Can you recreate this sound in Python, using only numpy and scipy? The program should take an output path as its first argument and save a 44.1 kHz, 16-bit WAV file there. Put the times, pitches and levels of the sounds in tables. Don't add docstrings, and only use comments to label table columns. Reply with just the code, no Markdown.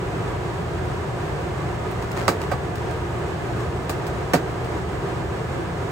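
import sys
import numpy as np
from scipy import signal
from scipy.fft import rfft, irfft, next_fast_len
from scipy.io import wavfile

SR = 44100
rng = np.random.default_rng(int(sys.argv[2]) if len(sys.argv) > 2 else 0)


def file_out(sig):
    cols = np.atleast_2d(sig).T
    lim = np.clip(cols, -1, 1)
    pcm = np.round(lim * 32767).astype(np.int16)
    wavfile.write(sys.argv[1], SR, pcm)


N = 260631

# (time [s], snap level [dB], first crack against rattle [ratio],
# snap tilt [dB/octave], grille ring [dB], cover knock [dB], ceiling thump [dB], spring-back delay [s])
CATCHES = [(2.2803, -19, 3.7, -2.1, -13, -32, -25.5, 0.00096), (2.2894, -25, .9, -7, -23, -32, -23, 0.0009),
           (2.5148, -28, .6, -3, -26, -18, -39, 0.00131), (2.5211, -28, .4, -4.5, -34, -26.5, -48, 0.001),
           (2.532, -33, .4, -8, -30, -28, -30, 0.00102), (3.895, -25.5, 1, -0.7, -28.5, -42, -42, 0.00219),
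           (4.3347, -14, 0.6, -2.5, -29, -9, -11.5, 0.0029), (4.3483, -25, .5, -3, -21, -23, -22, 0.00063)]
# (frequency [Hz], level [dB], t60 [s])
GRILLE_MODES = [(364, -4, 0.049), (446, -4.5, .075), (533, -2.5, 0.054), (607, -6, .06), (700, -3, 0.043),
                (755, -7.5, 0.039), (827, -2, .06), (906, -4, 0.05), (1145, -2.5, .075), (1282, -7, 0.062),
                (1550, -8.5, 0.052), (1976, -19, 0.11), (2310, -19.5, 0.11), (2765, -18.5, 0.059),
                (4006, -18.5, 0.06), (4680, -14, 0.048)]
# (frequency [Hz], level [dB], t60 [s])
COVER_MODES = [(319, -8.5, 0.073), (410, -14, 0.056), (496, -5.5, 0.075), (565, -5, 0.059),
               (655, -19, .045), (719, 1.5, 0.065), (826, -20, .06), (924, -9.5, 0.055), (1080, -19, .04),
               (1172, -12, .045), (1253, -8.5, 0.046), (1530, -12, 0.046), (1650, -15, 0.055),
               (1800, -20, .05), (1883, -12.5, 0.051), (2350, -27, 0.07), (2610, -19.5, 0.055)]
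# (frequency [Hz], level [dB], t60 [s])
CEILING_MODES = [(135, -7.5, 0.15), (169, -2, 0.17), (239, -3.5, 0.12), (280, 1, 0.086)]
def catches(right_db=3.5):
    t, out = np.arange(SR // 3) / SR, np.zeros((2, N))
    pan = amp([[-right_db], [right_db]])
    low_cut = signal.butter(2, 90, "highpass", fs=SR, output="sos")
    for start, snap_db, crack, tilt_db, grille_db, cover_db, thump_db, delay in CATCHES:
        grille = amp(grille_db) * ring(GRILLE_MODES, t, swell_s=0.00072)
        cover = amp(cover_db) * ring(COVER_MODES, t, swell_s=0.0015)
        knock = in_cabin(grille + cover, wet_db=-8)
        thump = amp(thump_db) * ring(CEILING_MODES, t, swell_s=0.0024)
        add(out, start + delay, signal.sosfilt(low_cut, pan * knock + thump))
        add(out, start, amp(snap_db) * snap(t, t60=0.032, crack=crack, tilt_db=tilt_db, wet_db=2))
    return out


def snap(t, t60, crack, tilt_db, wet_db, crack_t60=0.0051, grain_db=1.5):
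    crack_rise_s, wash_rise_s, wash_t60 = 0.0002, 0.0028, 0.13
    grains = amp(grain_db * wobble(1500)[:len(t)])
    burst = plastic(diffuse_noise(len(t)) * grains, tilt_db)
    decay = crack * amp(-60 * t / crack_t60) + amp(-60 * t / t60)
    contact = decay * (1 - np.exp(-t / crack_rise_s))
    wash = unit(amp(-60 * t / wash_t60) * (1 - np.exp(-t / wash_rise_s)))
    wash_gain = amp(wet_db) * np.sqrt(np.mean(contact ** 2))
    return burst * np.hypot(contact, wash_gain * wash)


def ring(modes, t, swell_s, detune=0.0058):
    chance = rng.standard_normal((len(modes), 3))
    tones = np.zeros(len(t))
    for (hz, db, t60), (stray_db, bend, phase) in zip(modes, chance):
        decay = amp(db + stray_db - 60 * t / t60)
        tones += decay * np.sin(2 * np.pi * hz * (1 + detune * bend) * t + np.pi * phase)
    return tones * (1 - np.exp(-t / swell_s))


# (frequency [Hz], relative level [dB])
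PLASTIC_SPECTRUM = [(50, -45), (140, -7), (300, 0), (700, 4), (1900, 4), (3400, -3), (4800, -.7),
                    (6500, -2.7), (8200, -2.7), (10000, -5.5), (11500, -8), (15500, -5.5)]
def plastic(noise, tilt_db):
    return unit(filtered(noise, lambda hz: amp(along(PLASTIC_SPECTRUM, hz) + tilt_db * np.log2(hz + 1))))


# (time [s], level [dB], tilt [dB/octave])
RIM_TICKS = [(1.9127, -40, 5), (2.024, -29, -3.5), (2.116, -31, -1.5), (2.168, -30.5, -3),
             (2.4168, -28, -3), (2.756, -31, -1.5), (2.825, -32, -10), (2.9104, -37, -1),
             (3.6043, -36.5, -2), (4.0674, -30.5, -1.5), (4.078, -41, .5), (4.339, -22, -3),
             (4.646, -34, -2.5), (4.656, -38, -3)]
def rim_ticks():
    t, out = np.arange(SR // 4) / SR, np.zeros((2, N))
    for start, db, tilt_db in RIM_TICKS:
        add(out, start, amp(db) * snap(t, t60=.022, crack=.8, tilt_db=tilt_db, wet_db=-3))
    return out


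# (time [s], length [s], level [dB])
RIM_SLIDES = [(2.023, 0.19, -41), (2.163, 0.1, -33), (2.4, 0.054, -36), (2.77, 0.025, -39)]
def rim_slides(attack_s=0.005, release_t60=0.16, slips_per_s=490, slip_db=3.8):
    t, pressure = np.arange(N) / SR, np.zeros(N)
    for start, length, db in RIM_SLIDES:
        grip = np.clip((t - start) / attack_s, 0, 1)
        release_db = -60 * np.maximum(t - start - length, 0) / release_t60
        pressure += grip * amp(db + release_db)
    slips = diffuse_noise(N) * amp(slip_db * wobble(slips_per_s))
    return pressure * plastic(slips, tilt_db=-5.0)


# (frequency [Hz], relative level [dB])
FAN_RUMBLE = [(20, -34), (37, -23), (50, -8), (68, -3.5), (105, -1), (150, -0.5), (185, -7.5), (240, -14.5)]
# (frequency [Hz], relative level [dB])
AIR_RUSH = [(240, -7), (290, -6.5), (360, 0), (440, -2), (520, -6), (780, -8), (1050, -12.5), (1700, -16),
            (2600, -22), (3800, -28)]
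# (frequency [Hz], relative level [dB])
EDGE_HISS = [(5500, -33.3), (8300, -35), (9400, -38), (11000, -45.5), (15500, -46.5)]
# (frequency [Hz], width [Hz], lift [dB])
DUCT_RESONANCES = [(348.4, 15, 3), (392, 12, 2.5), (718.6, 36, 5), (915, 37, -3.5), (956, 65, 6.5),
                   (1078, 35, 2.5), (1143, 9.7, 9), (1241, 33, 6.5), (1440, 74, 1), (1590, 31, 5),
                   (1725, 27, 6.5), (2083, 39, 6), (2160, 80, -2.5)]
def blower(rumble_db=-31.0, rush_db=-29, flutter_db=.5, split_hz=240):
    def duct_db(hz):
        return sum(db / (1 + (2 * (hz - centre) / width) ** 2) for centre, width, db in DUCT_RESONANCES)
    lowpass_db = lambda hz: -10 * np.log10(1 + (hz / split_hz) ** 12)
    highpass_db = lambda hz: -10 * np.log10(1 + (split_hz / (hz + 1)) ** 12)
    air_spectrum = np.vstack([AIR_RUSH, EDGE_HISS])
    rumble = air_noise(lambda hz: along(FAN_RUMBLE, hz) + lowpass_db(hz))
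    rush = air_noise(lambda hz: along(air_spectrum, hz) + duct_db(hz) + highpass_db(hz))
    return amp(rumble_db) * rumble + amp(rush_db + flutter_db * wobble(14)) * rush


# (frequency [Hz], left minus right [dB])
BALANCE = [(70, -0.5), (140, 3), (250, -3.5), (350, -2.5), (480, 1), (680, -5), (900, -0.5), (1500, -2),
           (3000, -1), (5000, -1.5), (8000, 0)]
def air_noise(level_db):
    response = lambda hz: amp(level_db(hz) + np.outer([.5, -.5], along(BALANCE, hz)))
    return unit(filtered(diffuse_noise(N), response))


# (frequency [Hz], rms level [dB])
HUM_TONES = [(28.6, -59.5), (58.05, -42.5), (74.7, -46), (84.05, -40.5), (119.9, -37.5), (141.2, -48.5),
             (174, -42.5), (196.5, -54), (225, -51.5), (366, -48)]
def compressor(drift=0.11, waver_db=1.3, wavers_per_s=9):
    t, out = np.arange(N) / SR, np.zeros((2, N))
    for hz, db in HUM_TONES:
        phase = 2 * np.pi * (hz * t + rng.random()) + drift * hz / 100 * wobble(3.6)
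        sides = amp(np.array([[.5], [-.5]]) * along(BALANCE, hz))
        out += sides * np.sqrt(2) * amp(db + waver_db * wobble(wavers_per_s)) * np.sin(phase)
    return out


# (frequency [Hz], t60 [s])
CABIN_DECAY = [(100, 0.5), (300, 0.22), (1000, 0.12), (5000, 0.135), (15000, 0.12)]
def in_cabin(x, wet_db):
    hz, t, bands = signal.stft(diffuse_noise(SR // 3), SR, nperseg=256)
    decay = amp(-60 * t / along(CABIN_DECAY, hz)[:, None])
    tail = signal.istft(bands * decay, SR, nperseg=256)[1]
    tail = np.pad(tail / np.linalg.norm(tail[0]), ((0, 0), (SR // 700, 0)))
    echoes = signal.fftconvolve(np.atleast_2d(x), tail, axes=1)[:, :x.shape[-1]]
    return x + amp(wet_db) * echoes


# (frequency [Hz], correlation [-1 to 1])
CORRELATION = [(80, .999), (150, .89), (240, .66), (360, .94), (600, .28), (1250, .46), (1900, .04),
               (3000, -.14), (5200, 0), (7500, .9), (11000, -.7), (14500, .85)]
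def diffuse_noise(samples):
    angle = lambda hz: np.arccos(np.clip(along(CORRELATION, hz), -1, 1)) / 2
    pair = rng.standard_normal((2, samples))
    mid, side = filtered(pair, lambda hz: np.array([np.cos(angle(hz)), np.sin(angle(hz))]))
    return np.array([mid + side, mid - side])


def amp(db):
    return 10 ** (np.asarray(db) / 20)


def unit(x):
    return x / np.sqrt(np.mean(x ** 2) + 1e-20)


def along(points, hz):
    freqs, values = np.transpose(points)
    return np.interp(np.log(hz + 1), np.log(freqs + 1), values)


def wobble(rate):
    return signal.resample(rng.standard_normal(int(N * rate / SR) + 4), N)


def filtered(x, response):
    n = x.shape[-1]
    size = next_fast_len(n + 8192)
    return irfft(rfft(x, size) * response(np.fft.rfftfreq(size, 1 / SR)), size)[..., :n]


def add(track, start, sound):
    part = track[:, round(start * SR):][:, :sound.shape[-1]]
    part += sound[..., :part.shape[-1]]


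def scene():
    return blower() + compressor() + catches() + rim_ticks() + rim_slides()


def record(dry, peak_limit=.9, top_hz=16000):
    rounded = dry / (1 + np.abs(dry / peak_limit) ** 6) ** (1 / 6)
    return filtered(rounded, lambda hz: np.clip((top_hz - hz) / 600 + .5, 0, 1))


dry = scene()
out = record(dry)
file_out(out)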